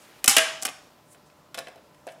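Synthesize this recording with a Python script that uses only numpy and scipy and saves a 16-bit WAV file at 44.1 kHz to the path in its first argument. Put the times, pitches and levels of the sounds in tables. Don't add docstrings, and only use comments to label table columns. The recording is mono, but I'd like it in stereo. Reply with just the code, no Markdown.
import sys
import numpy as np
from scipy import signal
from scipy.io import wavfile

SR = 44100
rng = np.random.default_rng(int(sys.argv[2]) if len(sys.argv) > 2 else 0)


def bounce(signal):
    frames = np.transpose(np.atleast_2d(signal))
    limited = np.clip(frames, -1, 1)
    pcm = np.round(limited * 32767).astype(np.int16)
    wavfile.write(sys.argv[1], SR, pcm)


def field_ratio(decibels):
    return 10 ** (np.asarray(decibels, dtype=float) / 20)


N = 97020


def at_hz(points, hz):
    table_hz, value = np.array(points).T
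    return np.interp(np.log(hz), np.log(table_hz), value)


def rms_one(x):
    return x / np.sqrt(np.mean(x ** 2) + 1e-20)


def band(x, low_hz, high_hz):
    edges_hz = [low_hz, min(high_hz, 0.45 * SR)]
    return signal.sosfilt(signal.butter(2, edges_hz, "band", fs=SR, output="sos"), x)


def drift(rate_hz):
    knots = rng.standard_normal(200)
    return np.interp(np.arange(N) / SR * rate_hz, np.arange(200), knots)


def stereo_noise(gain_at, alike_at, length):
    out = 0
    edges_hz = 22 * 2 ** np.arange(0, 10, 0.5)
    white = rng.standard_normal((2, 2, length))
    for k, (low_hz, high_hz) in enumerate(zip(edges_hz, edges_hz[1:])):
        centre_hz = np.sqrt(low_hz * high_hz)
        mid, side = band(white[k % 2], low_hz, high_hz)
        alike = np.clip(alike_at(centre_hz), 0, 1)
        pair = np.sqrt(1 + alike) * mid + np.sqrt(1 - alike) * side * [[1], [-1]]
        out = out + gain_at(centre_hz) * pair
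    return out


# hz, level_db
TONE_COLOUR = [(30, -10), (52, -8), (141, -2), (500, -5.5), (1000, -5), (1600, -13), (6000, -22),
               (10000, -26.5), (16000, -26)]
# hz, alike_0_1
TONE_ALIKE = [(40, 0.87), (300, 0.74), (2000, 0.18), (6000, 1), (15000, 0.54)]
# hz, rms_db
MOTOR_HUM = [(150.7, -71), (301.5, -72), (597.5, -67.5), (1017, -71.5), (1340, -77.5)]
TONE_DB, TONE_LEFT_DB = -57, -1.3
PATCHY_DB, HUM_WANDER_DB = 1.2, -0.5


def room_tone():
    t = np.arange(N) / SR
    air = stereo_noise(lambda hz: field_ratio(at_hz(TONE_COLOUR, hz) + PATCHY_DB * drift(12)),
                       lambda hz: at_hz(TONE_ALIKE, hz), N)
    hum = 0
    for hz, rms_db in MOTOR_HUM:
        level = field_ratio(rms_db + 3.5 + HUM_WANDER_DB * drift(14))
        cycles = hz * t + 0.1 * drift(18) + rng.random()
        hum = hum + level * np.sin(2 * np.pi * cycles)
    balance = field_ratio([[TONE_LEFT_DB / 2], [-TONE_LEFT_DB / 2]])
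    return (field_ratio(TONE_DB) * rms_one(air) + hum) * balance


# hz, t60_s
ROOM_T60 = [(100, 2.1), (300, .5), (700, 0.6758), (1840, 0.4568), (4850, 0.61), (9000, 0.37), (14000, 0.25)]
# hz, level_db
ROOM_COLOUR = [(100, -11), (400, 1.5), (1500, 6), (5000, -1.5), (9000, 1), (15000, -8)]
# hz, alike_0_1
ROOM_ALIKE = [(100, 0.5), (500, 1), (2500, 0.98), (5000, 0.97), (14000, 0.3)]
ROOM_RISE_S = 0.0034


def garage(feed):
    t = np.arange(SR) / SR
    rise = 1 - np.exp(-t / ROOM_RISE_S)
    tail = stereo_noise(lambda hz: rise * field_ratio(at_hz(ROOM_COLOUR, hz) - 60 * t / at_hz(ROOM_T60, hz)),
                        lambda hz: at_hz(ROOM_ALIKE, hz), SR)
    tail = tail / np.sqrt(np.sum(tail ** 2) / 2)
    return signal.fftconvolve(feed[None], tail, axes=1)[:, :N]


# centre_s, half_length_s, level_db, centre_hz, width_hz
GLOVE_RUBS = [
    (0.025, 0.048, -61, 7700, 4000),
    (0.11, 0.45, -56.5, 1700, 3130),
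    (0.145, 0.52, -63.5, 9000, 11900),
    (1.127, 0.017, -56, 8600, 3570),
    (1.13, 0.007, -58.5, 9320, 12900),
    (1.09, 0.015, -69, 8440, 3018),
    (1.274, 0.011, -65.5, 6970, 4950),
    (2.111, 0.024, -67.5, 9000, 2870),
]


def gloves():
    out, t = 0, np.arange(N) / SR
    for centre_s, half_s, level_db, hz, width_hz in GLOVE_RUBS:
        grain = rng.standard_normal(N) * field_ratio(1.5 * drift(80))
        rub = rms_one(band(grain, max(hz - width_hz / 2.2, 100), hz + width_hz / 2))
        swell = np.exp(-0.5 * ((t - centre_s) / half_s) ** 2)
        out = out + field_ratio(level_db) * swell * rub
    return out


# low_hz, high_hz
CONTACT_BANDS = [(260, 850), (1300, 3700), (4600, 11270)]
CRACK_DB, MODE_DB, MODE_SCATTER_DB = 2.5, 1.7, 1.5
RING_TO_ROOM_DB = -5


def ring_modes(clicks, modes):
    ring = 0
    for click, (hz, level_db, t60_s) in zip(clicks, modes):
        radius = field_ratio(-60 / (t60_s * SR))
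        w = 2 * np.pi * hz / SR
        gain = field_ratio(level_db + MODE_DB) * np.sin(w)
        ring = ring + signal.lfilter([0, gain], [1, -2 * radius * np.cos(w), radius * radius], click + 1e-18)
    return ring


def blows(rows, modes, sheet_db, sheet_t60_s, rise_ms):
    grit, clicks = np.zeros((3, N + SR)), np.zeros((len(modes), N))
    t = np.arange(SR // 4) / SR
    t_ms = t * 1000
    mode_band = [int(hz > CONTACT_BANDS[0][1]) + int(hz > CONTACT_BANDS[1][1]) for hz, _, _ in modes]
    signs = (-1.0) ** np.arange(len(modes))
    shimmer = field_ratio(np.array(sheet_db)[:, None] - 60 * t / np.array(sheet_t60_s)[:, None])
    rise = 1 - np.exp(-t_ms / rise_ms)
    for start_s, *levels_db, contact_ms in rows:
        i, gains = int(start_s * SR), field_ratio(np.array(levels_db))
        burst = rng.standard_normal((3, len(t))) * np.sqrt(rng.exponential(1, len(t)))
        shape = np.exp(-t_ms / max(contact_ms, 0.3)) + shimmer
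        grit[:, i:i + len(t)] += gains[:, None] * burst * shape * rise
        scatter = field_ratio(MODE_SCATTER_DB * rng.standard_normal(len(modes)))
        clicks[:, i] += gains[mode_band] * scatter * signs
    crack = 0
    for g, (low_hz, high_hz) in zip(grit, CONTACT_BANDS):
        per_band = np.sqrt(SR / 2 / (high_hz - low_hz))
        crack = crack + field_ratio(CRACK_DB) * band(g[:N] + 1e-18, low_hz, high_hz) * per_band
    ring = ring_modes(clicks, modes)
    return np.array([crack + ring, crack + field_ratio(RING_TO_ROOM_DB) * ring])


# start_s, low_db, mid_db, high_db, contact_ms
SETTLE_BLOWS = [
    (2.0680, -39, -53.5, -48, 3.8),
    (2.0760, -49, -46, -59, 2.8),
    (2.0865, -56.5, -45, -56, 2.8),
    (2.0900, -52, -46, -69, 3),
    (2.1000, -70, -54, -66, 1.5),
    (2.1200, -63, -67, -55.5, 5.5),
]
# hz, level_db, t60_s
LOOSE_MODES = [(530, 0, .08), (652, -2.5, 0.24), (680, -4, .25), (712.6, -2.5, 0.13), (1640, 2, 0.018),
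               (2700, 1, 0.02), (5700, -11, .015), (8470, -13.5, 0.033)]


def jaw_settles():
    return blows(SETTLE_BLOWS, LOOSE_MODES, (-16, -17, -21), (0.15, 0.1, 0.09), rise_ms=0.49)


# start_s, low_db, mid_db, high_db, contact_ms
KNOCK_BLOWS = [(1.1465, -56, -53.5, -71, 0.98), (1.2990, -74, -58, -71, 2.83),
               (1.5443, -45, -36.5, -39.5, 5.7), (1.5752, -41.5, -45, -42.5, 6.8),
               (1.5812, -34.5, -30, -46.5, 1.3), (1.5875, -53.5, -36.5, -32, 2.8),
               (1.6705, -44.5, -40.5, -56, 2.4), (1.6830, -45.5, -47.5, -53, 2.8),
               (1.7580, -49, -64, -57.5, 2.1), (1.9450, -74, -60.5, -63, 3.7), (1.5900, -66, -41, -43, .6),
               (1.5960, -50.5, -44, -44, 1.3), (1.6050, -50, -53, -54, 4.6), (1.6980, -60, -66, -69, 3),
               (1.7790, -63, -59, -72, 2)]
# hz, level_db, t60_s
GRIPPED_MODES = [(530, -3, 0.13), (580, -33, 0.046), (645, -4, 0.085), (676, -2.5, 0.11), (735, -4.5, 0.11),
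                 (1094, -15.5, 0.18), (1417, -7, 0.056), (1710, -14.5, 0.082), (2215, -11, 0.061),
                 (2567, -6, 0.05), (3072, -6.5, 0.045), (3940, -4, 0.044), (5196, -1, 0.015),
                 (8540, -9.5, 0.036), (9000, -28, 0.032), (11280, -3, 0.014)]


def jaw_knocks():
    return blows(KNOCK_BLOWS, GRIPPED_MODES, (-15, -15, -21), (0.15, 0.13, 0.09), rise_ms=0.55)


# start_s, low_db, mid_db, high_db, contact_ms
LEVER_BLOWS = [(.2425, -43, -25, -19, 3.6), (.2480, -41, -49, -37, 2.8), (.2590, -47, -48, -25, 3.7),
               (.6182, -70, -47, -36.5, 0.47), (.6240, -66, -44, -24, 1.45), (.6268, -41, -39, -33.5, 2.2),
               (.6318, -69, -41, -27, 2), (.6514, -41.5, -27, -22, 6), (.6672, -37.5, -44.5, -28.5, 2.5),
               (.6550, -37, -33.5, -49, 1), (.6600, -55, -47.5, -36, 1.96), (.6780, -48.5, -36, -53, 3.7),
               (.6840, -63, -35.5, -52, 3), (.6885, -41, -37, -39, 3), (.6960, -52, -54, -43, 2.6),
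               (.8980, -65, -80, -85, 1.8)]
# hz, level_db, t60_s
JAW_MODES = [(276, -10.5, 0.1), (722, -3, 0.051), (777.3, -1.5, 0.11), (1178.4, -12.5, 0.098),
             (1490, -17.5, .04), (1808, -14.5, 0.037), (2480, -10.5, .09), (3000, -2, 0.032),
             (5180, -12.5, 0.028), (6326, -27, 0.06), (7540, -12.5, 0.022), (10450, -18, 0.025)]


def lever_clacks():
    return blows(LEVER_BLOWS, JAW_MODES, (-16, -19, -24), (0.12, 0.12, 0.08), rise_ms=0.08)


# start_s, low_db, mid_db, high_db, contact_ms
RECOIL_BLOWS = [
    (.3660, -24.5, -9, -9.5, 2.3),
    (.3684, -44.5, -15.5, -17.5, 0.67),
    (.3712, -37.5, -16.5, -18, 1.1),
    (.3762, -37.5, -20, -22, 1.4),
    (.3828, -42.5, -16.5, -11.5, 1.4),
    (.3845, -37, -16, -20.5, 1.6),
]
# hz, level_db, t60_s
FREE_MODES = [(263.4, -8.5, 0.2), (416.7, -10.5, 0.14), (486, -7.5, 0.17), (653.3, 8.5, 0.15),
              (641.4, 3.5, 0.33), (750, -11.5, 0.08), (1290, -15, 0.056), (1694, -22.5, 0.19),
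              (2470, -16, 0.18), (2796, -6, 0.045), (3337, -9.5, 0.035), (6900, -23, 0.03),
              (7395, -18, 0.023), (10800, -18, .025)]


def jaw_recoils():
    return blows(RECOIL_BLOWS, FREE_MODES, (-15, -15, -21), (0.16, 0.18, 0.14), rise_ms=0.036)


# start_s, low_db, mid_db, high_db, contact_ms
SNAP_BLOWS = [
    (.2772, -37, -15.5, -35.5, 0.62),
    (.2791, -26, -10.5, -3, 1.4),
    (.2880, -45.5, -31, -21.5, 1.4),
    (.2955, -46, -30, -11.5, 1.2),
    (.3012, -45, -32, -19.5, 1.1),
    (.3098, -45.5, -30.5, -20, 2.8),
    (.3170, -49, -27.5, -25.5, 1.5),
]
# hz, level_db, t60_s
CLAMPED_MODES = [(251, -0.5, 0.082), (812, -6, 0.45), (132, -10.5, .05), (787, -5.5, .45), (1190, -16, 0.2),
                 (1440, -13, 0.036), (2047, -15.5, 0.081), (2568, -14, 0.049), (2970, -17, 0.071),
                 (5110, -10.5, 0.037), (7000, -13.5, 0.053), (7900, -10.5, 0.046), (8600, -14, 0.03),
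                 (9430, -24, 0.018), (11470, -16.5, 0.038), (14600, -23, 0.012)]


def punch_snaps():
    return blows(SNAP_BLOWS, CLAMPED_MODES, (-22, -18, -18), (0.12, 0.16, 0.2), rise_ms=0.1)


PORT_LAG_S, PORT_DB = 0.0004, -23.5


def scene():
    snap, recoil, lever = punch_snaps(), jaw_recoils(), lever_clacks()
    knocks, settle = jaw_knocks(), jaw_settles()
    metal = (snap + recoil + lever + knocks + settle)[0]
    feed = field_ratio(-7.5) * snap[1] + field_ratio(-8.5) * recoil[1] + field_ratio(-13.5) * lever[1]
    feed = feed + field_ratio(-11.5) * knocks[1] + field_ratio(-9) * settle[1]
    lagged = np.roll(metal, int(PORT_LAG_S * SR))
    side = field_ratio(PORT_DB) * band(lagged, 3500, 19000) * [[1], [-1]]
    return metal + side + garage(feed) + gloves() + room_tone()


def band_limit(x):
    return signal.sosfilt(signal.butter(12, 16510, fs=SR, output="sos"), x)


LOW_CUT_HZ, HIGH_CUT_HZ, SOFT_TOP = 48, 16700, 1.5


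def record(dry):
    x = signal.sosfilt(signal.cheby2(12, 60, HIGH_CUT_HZ, fs=SR, output="sos"), dry)
    x = SOFT_TOP * np.tanh(x / SOFT_TOP)
    x = signal.sosfilt(signal.butter(2, LOW_CUT_HZ, "high", fs=SR, output="sos"), x)
    return band_limit(np.clip(x, -1, 1))


dry = scene()
out = record(dry)
bounce(out)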